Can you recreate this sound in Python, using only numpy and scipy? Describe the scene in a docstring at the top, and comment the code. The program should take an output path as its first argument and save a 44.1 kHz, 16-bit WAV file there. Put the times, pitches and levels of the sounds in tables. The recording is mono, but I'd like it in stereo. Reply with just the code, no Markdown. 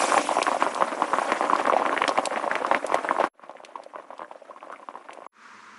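"""A hard, loud boil of thick sauce in a frying pan, close to a two-port microphone, is heard first.
After short silent gaps come a quieter boil and then a far, smooth simmer at the rim of the pan.
Bubbles burst as short dull plops, made of swelling and dying sines that the pan reverberates and colours;
droplets spit as brief bursts of bright noise; gurgle, steam and simmer are shaped, patchy noise."""
import sys
import numpy as np
from scipy import signal
from scipy.fft import rfft, irfft, next_fast_len
from scipy.io import wavfile
from scipy.ndimage import uniform_filter1d

SR = 44100
rng = np.random.default_rng(int(sys.argv[2]) if len(sys.argv) > 2 else 0)


def store_pcm(level_fs):
    """Save levels as 16-bit WAV."""
    pcm = np.round(np.clip(level_fs, -1, 1) * 32767).astype(np.int16)
    wavfile.write(sys.argv[1], SR, np.atleast_2d(pcm).T)


N = 255055

LEAD_S = 0.00055  # a bubble peaks this early; the ringing of the bowl draws the heard peak later
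SNAP_HZ = 2120  # the bursting skin rings near here


def amp(db):
    """Logarithmic level: decibels become an amplitude ratio."""
    return 10 ** (np.asarray(db) / 20)


def unit(x):
    """Root-mean-square normalisation: x is scaled to rms 1."""
    return x / np.sqrt(np.mean(x ** 2) + 1e-20)


def along(points, hz):
    """Logarithmic frequency scale: (Hz, value) points are joined by straight lines on it."""
    f, values = np.transpose(points)
    return np.interp(np.log(hz + 1), np.log(f + 1), values)


def curves(rows):
    """Linear interpolation in time: one value per sample for each column after the time."""
    s, *columns = np.transpose(rows)
    return [np.interp(np.arange(N) / SR, s, column) for column in columns]


def filtered(x, response):
    """Linear filtering: the spectrum of x is multiplied by a response of frequency."""
    m = next_fast_len(N + SR // 2)
    spectrum = rfft(x, m) * response(np.fft.rfftfreq(m, 1 / SR))
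    return irfft(spectrum, m)[..., :N]


def band(f, hz, width_hz):
    """Damped resonance: a second-order band-pass response with gain 1 at its centre."""
    return 1j * f * width_hz / (hz * hz - f * f + 1j * f * width_hz)


def bursts(s, db, hz, place, cycles, size):
    """Damped oscillation: sines start a little sharp, swell softly and die; rows (centre, weighted by place)."""
    turns = np.arange(size) / SR * hz[:, None]
    life = turns / cycles  # 1 at the peak of the envelope
    envelope = (life * np.exp(1 - life)) ** 3.98
    tone = np.sin(2 * np.pi * (turns + 0.18 * np.tanh(life)))
    wave = envelope * tone * amp(db)[:, None]
    start = np.clip(s - LEAD_S - np.ravel(cycles) / hz, 0, None)
    at = (np.round(start * SR).astype(int)[:, None] + np.arange(size)).ravel()
    return np.array([np.bincount(at, (wave * w).ravel(), N + size)[:N] for w in (1, place[:, None])])


# Partial correlation of the two ports in the noise layers.
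# Each row: frequency in Hz, left-right likeness from 0 to 1.
LIKENESS = [(60, 0.37), (270, 1), (570, 0.77), (1220, 0.77), (2590, 0.15), (5500, 0.16)]


def rush(spectrum, patchy_db):
    """Turbulence as filtered noise: partly correlated stereo of rms 1 with random patches of gain."""
    z = signal.stft(rng.standard_normal((2, N)), nperseg=256)[2]
    field = uniform_filter1d(rng.standard_normal(z.shape[1:]), size=5, axis=0)  # smooth over frequency
    field = uniform_filter1d(field, size=4, axis=1)  # smooth over time
    pair = signal.istft(z * amp(patchy_db * unit(field)), nperseg=256)[1][:, :N]

    def response(hz):
        # half the angle whose cosine is the likeness splits the power between mid and side
        turn = np.arccos(np.clip(along(LIKENESS, hz), -1, 1)) / 2
        return amp(along(spectrum, hz)) * [np.cos(turn), np.sin(turn)]

    mid, side = filtered(pair, response)
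    return unit(np.array([mid + side, mid - side]))


def lumps(count, rise_s):
    """Amplitude modulation: short gulps over a quieter seethe, as a gain of rms 1."""
    when, size = rng.random((count, 2)).T
    kicks = np.bincount((when * (N - 1)).astype(int), amp(-14.0 * size), N)
    t = np.arange(SR // 20) / SR / rise_s
    gulps = np.abs(signal.fftconvolve(kicks, t * np.exp(1 - t))[:N])
    return unit(0.59 + gulps)


# Spectrum of the gurgling sauce.
# Each row: frequency in Hz, relative level in dB per Hz.
GURGLE_SPECTRUM = [(60, -54), (169, -15.5), (290, 4), (434, -15.5), (553, 1), (1020, -2), (1330, -6),
                   (2210, -10), (4000, -24), (7000, -35.5)]


def gurgle(gurgle_db, stir):
    """Modulated turbulence: noise comes in gulps and rises by up to 13 dB where a big bubble churns the sauce."""
    level = amp(gurgle_db - 11.5 + 13 * stir)
    return level * lumps(count=330, rise_s=0.0048) * rush(GURGLE_SPECTRUM, patchy_db=2.5)


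# Spectrum of the steam.
# Each row: frequency in Hz, relative level in dB per Hz.
STEAM_SPECTRUM = [(1500, -11), (2400, 6.5), (4100, -3), (5700, 1), (6300, 0), (6900, -1), (8600, -1.5),
                  (10400, -1), (12000, -13.5)]


def steam(hiss_db, stir):
    """Jet noise: steam hisses as broadband noise, a little louder where the sauce is churned."""
    return amp(hiss_db + 4.3 * stir) * rush(STEAM_SPECTRUM, patchy_db=3.0)


def froth(level_db, count):
    """Small-bubble resonance: random bubbles hardly a cycle long, each with a skin snap and a low slump."""
    when, weak, a, b, place, low = rng.random((count, 6)).T
    s = when * (N - 1) / SR
    db = level_db[(s * SR).astype(int)] + 10.5 - 15 * np.sqrt(weak)
    octaves = 1.37 * (a + b - 1)  # relative to 960 Hz; bubbles far from it are fainter
    side = 0.69 * place - .9
    cavities = bursts(s, db - 4 * np.abs(octaves), 960 * 2 ** octaves, side, 0.78, size=700)
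    snaps = bursts(s, db - 12 - 10 * a, SNAP_HZ * 2 ** (b - .5), side, 1.3, size=500)
    slumps = bursts(s + 0.0029, db - 14.0, 230 + 140 * low, side, 0.97, size=900)
    return cavities + snaps + slumps


# The clearest bubbles.
# Each row: time in seconds, relative peak level in dB, pitch in Hz,
# cycles to the peak (before limits).
BUBBLES = [(0.023, -10, 835, 0.59), (0.039, -9, 925, 0.67), (0.122, -6.5, 1050, 0.96),
           (0.144, -6.5, 1040, 1.1), (0.171, -10.5, 800, 3.5), (0.179, -7, 1930, 1.4),
           (0.179, -6.5, 845, 0.68), (0.195, -21.5, 870, 0.83), (0.292, -11.5, 834, 1.8),
           (0.313, -16, 910, 0.88), (0.37, -10, 760, 1.6), (0.387, -6.5, 930, 0.74),
           (0.419, -10.5, 2420.0, 3.8), (0.419, -10.5, 790, 1.3), (0.468, -4.5, 1430, 0.61),
           (0.481, -11, 910, 1.04), (0.517, -10.5, 900, 1.06), (0.548, -16.5, 727, 3.6),
           (0.568, -14.5, 670, 0.91), (0.625, -3.5, 980, 0.86), (0.666, -7.5, 820, 0.58),
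           (0.763, -18, 1020, 1.4), (0.809, -11.5, 824, 1.5), (0.8235, -3, 970, 0.94),
           (0.912, -31, 690, 1.2), (1.002, -19, 726, 1.2), (1.022, -6.5, 920, 1.21),
           (1.134, -10.5, 910, 1.1), (1.14, -7.5, 1070, 1.06), (1.186, -7.5, 865, 0.79),
           (1.219, -15, 770, 2.4), (1.321, -5.5, 2010, 0.89), (1.321, -9.5, 915, 0.91),
           (1.41, -7.5, 830, 0.78), (1.442, -13, 890, 1.15), (1.472, -18.5, 1100, 0.98),
           (1.5, -8, 1150, 1.8), (1.534, -7.5, 975, 2.1), (1.556, -10.5, 1130, 1.6),
           (1.599, -10.5, 700, 0.88), (1.615, -15.5, 785, 0.56), (1.656, -9.5, 1420, 0.99),
           (1.675, -12.5, 790, 0.93), (1.699, -6.5, 1120, 1.53), (1.725, -7, 740, 0.6),
           (1.735, -14.5, 2110, 0.71), (1.739, -9.5, 516, 0.82), (1.767, -8.5, 750, 1.93),
           (1.821, -12.5, 865, 1.66), (1.854, -9.5, 1090, 0.85), (1.863, -11.5, 1990, 0.84),
           (1.864, -13.5, 920, 1.5), (1.877, -20, 620, 0.95), (1.895, -11.5, 1540, 1),
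           (1.929, -11.5, 910, 0.99), (1.966, -15.5, 1730, 2.1), (1.978, -5, 1870, 0.8),
           (2.019, -9.5, 945, 1.8), (2.021, -8, 2150, 0.8), (2.041, -4.5, 1980, 0.8),
           (2.079, -6.5, 1530, 0.7), (2.08, -11, 3080, 2.1), (2.093, -8.5, 800, 0.85),
           (2.12, -16, 1010, 0.86), (2.177, -8.5, 2090, 1.56), (2.179, -10.5, 810, 0.83),
           (2.187, -7.5, 794, 1.02), (2.273, -16.5, 700, 1.1), (2.31, -18.5, 1510, 1),
           (2.314, -23.5, 580, 1.3), (2.342, -19.5, 890, 1), (2.361, -13.0, 1900, 0.74),
           (2.398, -18.5, 1020, 1), (2.442, -13, 860, 1), (2.465, -20, 595, 1.1), (2.478, -13.5, 800, 1.55),
           (2.515, -7, 1620, 1.8), (2.555, -7, 1970, 0.9), (2.622, -20, 654, 0.87),
           (2.649, -10.5, 1020, 1.2), (2.714, -9.5, 1540, 1.5), (2.7149, -6.5, 830, 1.29),
           (2.723, -10.5, 765, 0.73), (2.748, -3, 1830, 1.28), (2.747, -15.5, 790, 1.73),
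           (2.846, -18.5, 560, 1.5), (2.922, -8.5, 830, 0.63), (2.944, -13, 1950, 3.6),
           (2.945, -7, 724, 1.4), (3.047, -14, 680, 0.59), (3.09, -7, 1670, 1.5), (3.111, -7.5, 930, 1.2),
           (3.166, -15, 1090, 1), (3.188, -14.5, 820, 1.7), (3.201, -10.5, 615, 0.85),
           (3.211, -12, 850, 1.46), (3.241, -4.5, 1020, 0.76), (3.396, -31, 1053, 1.3),
           (3.438, -30, 960.0, 1.3), (3.496, -26.5, 790, 1.1), (3.51, -35, 870, 1.1),
           (3.553, -34, 690, 1.18), (3.57, -30.5, 1950, 0.72), (3.604, -32.5, 770, 1.4),
           (3.638, -29, 724, 0.58), (3.65, -26, 2500, 0.8), (3.691, -38.5, 650, 1.25),
           (3.758, -23, 945, 2.88), (3.793, -37, 626, 1.02), (3.801, -30.5, 760, 1.3),
           (3.864, -33.5, 557, 1.34), (3.938, -31, 850, 1.5), (3.95, -33, 990, 3.66),
           (3.959, -21, 1020, 0.83), (3.972, -36, 955, 1.1), (3.987, -28, 670, 0.8), (4, -32.5, 960.0, 1.8),
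           (4.106, -28, 745, 1.2), (4.133, -28.5, 870, 1.6), (4.195, -25.5, 900, 1.3),
           (4.207, -26.5, 1170, 0.69), (4.219, -23, 860, 1.31), (4.231, -25, 960.0, 0.59),
           (4.247, -33.5, 1530, 3.1), (4.314, -27.5, 830, 1.53), (4.357, -34.5, 587, 1.18),
           (4.421, -38, 560, 1.7), (4.499, -33, 600, 1.5), (4.51, -35.0, 1000, 3.47),
           (4.563, -34.5, 1000, 2.02), (4.608, -35.5, 2400, 2.8), (4.63, -26.5, 910, 0.9),
           (4.643, -36.5, 970, 1.7), (4.672, -35.5, 600, 1.45), (4.702, -26.5, 910, 1.1),
           (4.717, -34, 1210.0, 1.9), (4.727, -24.5, 1190, 1.2), (4.738, -29.5, 1270, 3.2),
           (4.761, -32, 2220, 2.9), (4.797, -35, 850, 1.5), (4.831, -39.5, 1010, 4.9),
           (4.888, -22, 970, 1.27), (4.942, -29, 760.0, 0.46), (4.956, -26, 960.0, 1.7),
           (4.974, -30, 1180, 0.48), (5.088, -27, 1450, 0.87), (5.095, -30, 815, 1.53),
           (5.108, -27.5, 2240, 0.72), (5.132, -29.5, 2180, 0.8), (5.175, -31.5, 790, 1.6),
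           (5.188, -30.5, 505, 0.81), (5.222, -32, 786, 1.37), (5.266, -27.5, 950, 1.44)]


def plops():
    """Cavity resonance: each bubble rings at its own pitch, its skin snaps, sauce slumps, lesser bubbles follow."""
    s, db, hz, cycles = np.transpose(BUBBLES)
    cycles = np.clip(cycles, hz / 1900, 6)
    chance = rng.random((len(s), 13))
    place = 1.5 * chance[:, 0] - 1.1
    big_db = db - 3.6 * np.abs(np.log2(hz / 800))  # middling bubbles move the most sauce
    out = bursts(s, db - 3.0, hz, place, cycles[:, None], size=1000)
    snap_hz = SNAP_HZ * (1 + 0.23 * (2 * chance[:, 12] - 1))
    out = out + bursts(s, big_db - 12.5 - 3.3 * chance[:, 1], snap_hz, place, 1.17, size=500)
    out = out + bursts(s + 0.0024, big_db - 14.0, 240 + 130 * chance[:, 2], place, 0.64, size=900)
    for late, weak, pitch in chance[:, 3:12].T.reshape(3, 3, -1):  # three lesser bubbles each
        later_s = s + 0.004726 + 0.04 * late ** 2
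        lesser_db = big_db - 10.5 - 9 * late - 13 * weak
        out = out + bursts(later_s, lesser_db, hz * 2.2 ** (pitch - .6), place, 0.98, size=700)
    return out


def stirring(gurgle_db):
    """Exponential relaxation, 0-1: big bubbles churn the sauce, which settles in a few hundredths of a second."""
    s, db = np.transpose(BUBBLES)[:2]
    at = (s * SR).astype(int)
    kicks = np.bincount(at, amp(db - gurgle_db[at] - 21.5), N)
    settling = np.exp(-np.arange(SR // 4) / SR / 0.014)
    return 1 - np.exp(-np.abs(signal.fftconvolve(kicks, settling)[:N]))


# Peaks and hollows of the air in the pan.
# Each row: frequency in Hz, width in Hz, level in dB of that peak or hollow alone.
PAN_MODES = [(445, 130, -5), (540, 143, 11.5), (1080, 108, 6.5), (1435, 230, 1.5), (2496, 110, -14)]


def bowl(x, wet_db):
    """Reverberation and air modes: walls answer with a short tail, new every tenth of a second; the bowl colours all."""
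    out, step, t = np.zeros((2, N + SR)), SR // 10, np.arange(3000) / SR
    for start in range(0, N, step):
        tail = rng.standard_normal((2, len(t))) * amp(-60 * t / 0.079)
        tail = tail / np.linalg.norm(tail[0])
        piece = signal.fftconvolve(x[:1, start:start + step], tail, axes=1)
        out[:, start + 60:][:, :piece.shape[1]] += piece  # 60 samples of delay

    def colour(f):
        return np.prod([1 + (amp(db) - 1) * band(f, hz, width) for hz, width, db in PAN_MODES], axis=0)

    return filtered(x + amp(wet_db) * out[:, :N], colour)


# Shading of the ports by the body of the device.
# Each row: frequency in Hz, level in dB of the difference signal.
PORT_SHADING = [(100, -11), (500, -37.5), (1200, -2), (2500, 1), (6000, 8.5)]


def ports(x):
    """Acoustic shadowing: the body shades the ports, so place matters by an amount that depends on frequency."""
    side = filtered(x[1], lambda f: amp(along(PORT_SHADING, f)))
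    return np.array([x[0] + side, x[0] - side])


# Spitting droplets.
# Each row: start in seconds, relative level in dB, level in dB of the top treble over it.
DROPLETS = [(0.427, -11.5, -13.5), (0.746, -21, -6.5), (1.3218, -25.5, -15), (1.561, -22.5, -18),
            (1.666, -26, -13.5), (2.0792, -11.5, -41.5), (2.0913, -16, -34), (2.1743, -24, -35),
            (2.255, -13, -1), (2.554, -23.5, -19), (2.665, -24, -33), (2.7463, -29.5, -15.5),
            (2.865, -30, 5), (2.9435, -19.5, -4.5), (3.51, -45, -33.5), (3.648, -30, -13),
            (3.8357, -36.5, -9), (4.18, -38.5, -19.5), (4.7212, -53.5, 7), (5.132, -38, 0.5)]


def spits():
    """Impulsive noise: a droplet cracks as bright noise a few ms long with a faint trail."""
    out, t = np.zeros((2, 2, N + 900)), np.arange(900) / SR  # (lower or top treble, port, time)
    rise = np.clip(t / 0.002, 0, 1) ** 1.38
    decay = 2.28 * amp(-60 * t / 0.0051) + 0.11 * amp(-60 * t / 0.056)
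    for s, db, top_db in DROPLETS:
        noise = rng.standard_normal((3, len(t)))
        crack = (noise[0] + 4.88 * noise[1:]) * rise * decay  # a shared part and one per port
        out[..., round(s * SR):][..., :len(t)] += amp([db, db + top_db])[:, None, None] * crack
    lower = filtered(out[0, :, :N], lambda f: band(f, 3770, 3480) ** 2)
    top = filtered(out[1, :, :N], lambda f: band(f, 6960, 7000) ** 2)
    return lower + top


# Spectrum of the far simmer at the rim.
# Each row: frequency in Hz, relative level in dB per Hz.
RIM_SPECTRUM = [(60, -44), (105, -9), (165, -31), (212, -7), (260, -15.5), (620, -24.5), (820, -26),
                (930, -12.5), (1300, -9.5), (2500, -20.5), (3100, -27), (6400, -30.5), (11000, -46)]


def simmer():
    """Stationary noise: the far simmer merges into a smooth, steady rush."""
    return amp(-46.0) * rush(RIM_SPECTRUM, patchy_db=0.8)


# The three scenes.
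# Each row: start in seconds, end in seconds, fade-out rate in dB per second.
SCENE_TIMES = [(-1, 3.273, 1900), (3.33, 5.268, 9000), (5.318, 6, 9000)]


def playing(scene):
    """Gain envelope: a scene swells evenly over 0.14 s, holds and fades out fast."""
    t, (start, end, cut_db_per_s) = np.arange(N) / SR, SCENE_TIMES[scene]
    return np.clip((t - start) / 0.14, 0, 1) * amp(-cut_db_per_s * np.clip(t - end, 0, 1))


# Course of the boil.
# Each row: time in seconds, relative gurgle level in dB, relative steam hiss level in dB.
BOIL_COURSE = [(0, -15, -27), (.4, -21.5, -39), (.95, -23, -46.5), (1.25, -20, -41.5), (1.8, -19.5, -49),
               (2.1, -23.5, -46.5), (2.6, -24, -51.5), (3.3, -21.5, -51), (3.33, -41, -68.5),
               (4.2, -42, -67.5), (5.27, -39, -66.5)]


def scene():
    """Superposition: bubbles, droplets, gurgle and hiss of two boils, then the simmer, each scene faded."""
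    gurgle_db, hiss_db = curves(BOIL_COURSE)
    stir = stirring(gurgle_db)
    bubbles = plops() + froth(gurgle_db - 6.5 + 16 * stir, count=1000)
    bubbles = ports(bowl(bubbles, wet_db=-11))
    bed = gurgle(gurgle_db, stir) + steam(hiss_db, stir)
    boil = (bubbles + spits() + bed) * (playing(0) + playing(1))
    return boil + simmer() * playing(2)


def record(dry):
    """Transducer nonlinearity: after a bass cut, loud bubbles bend the capsule and round off; then a band limit."""
    x = filtered(dry, lambda f: (1j * f / (145 + 1j * f)) ** 3)
    x = x + 0.0066 * x ** 2  # the capsule bends a little one way
    x = x / (1 + np.abs(x / 0.74) ** 4) ** (1 / 4)  # loud peaks are rounded off
    return filtered(x, lambda f: (f > 15) * (f < 11150))


dry = scene()
out = record(dry)
store_pcm(out)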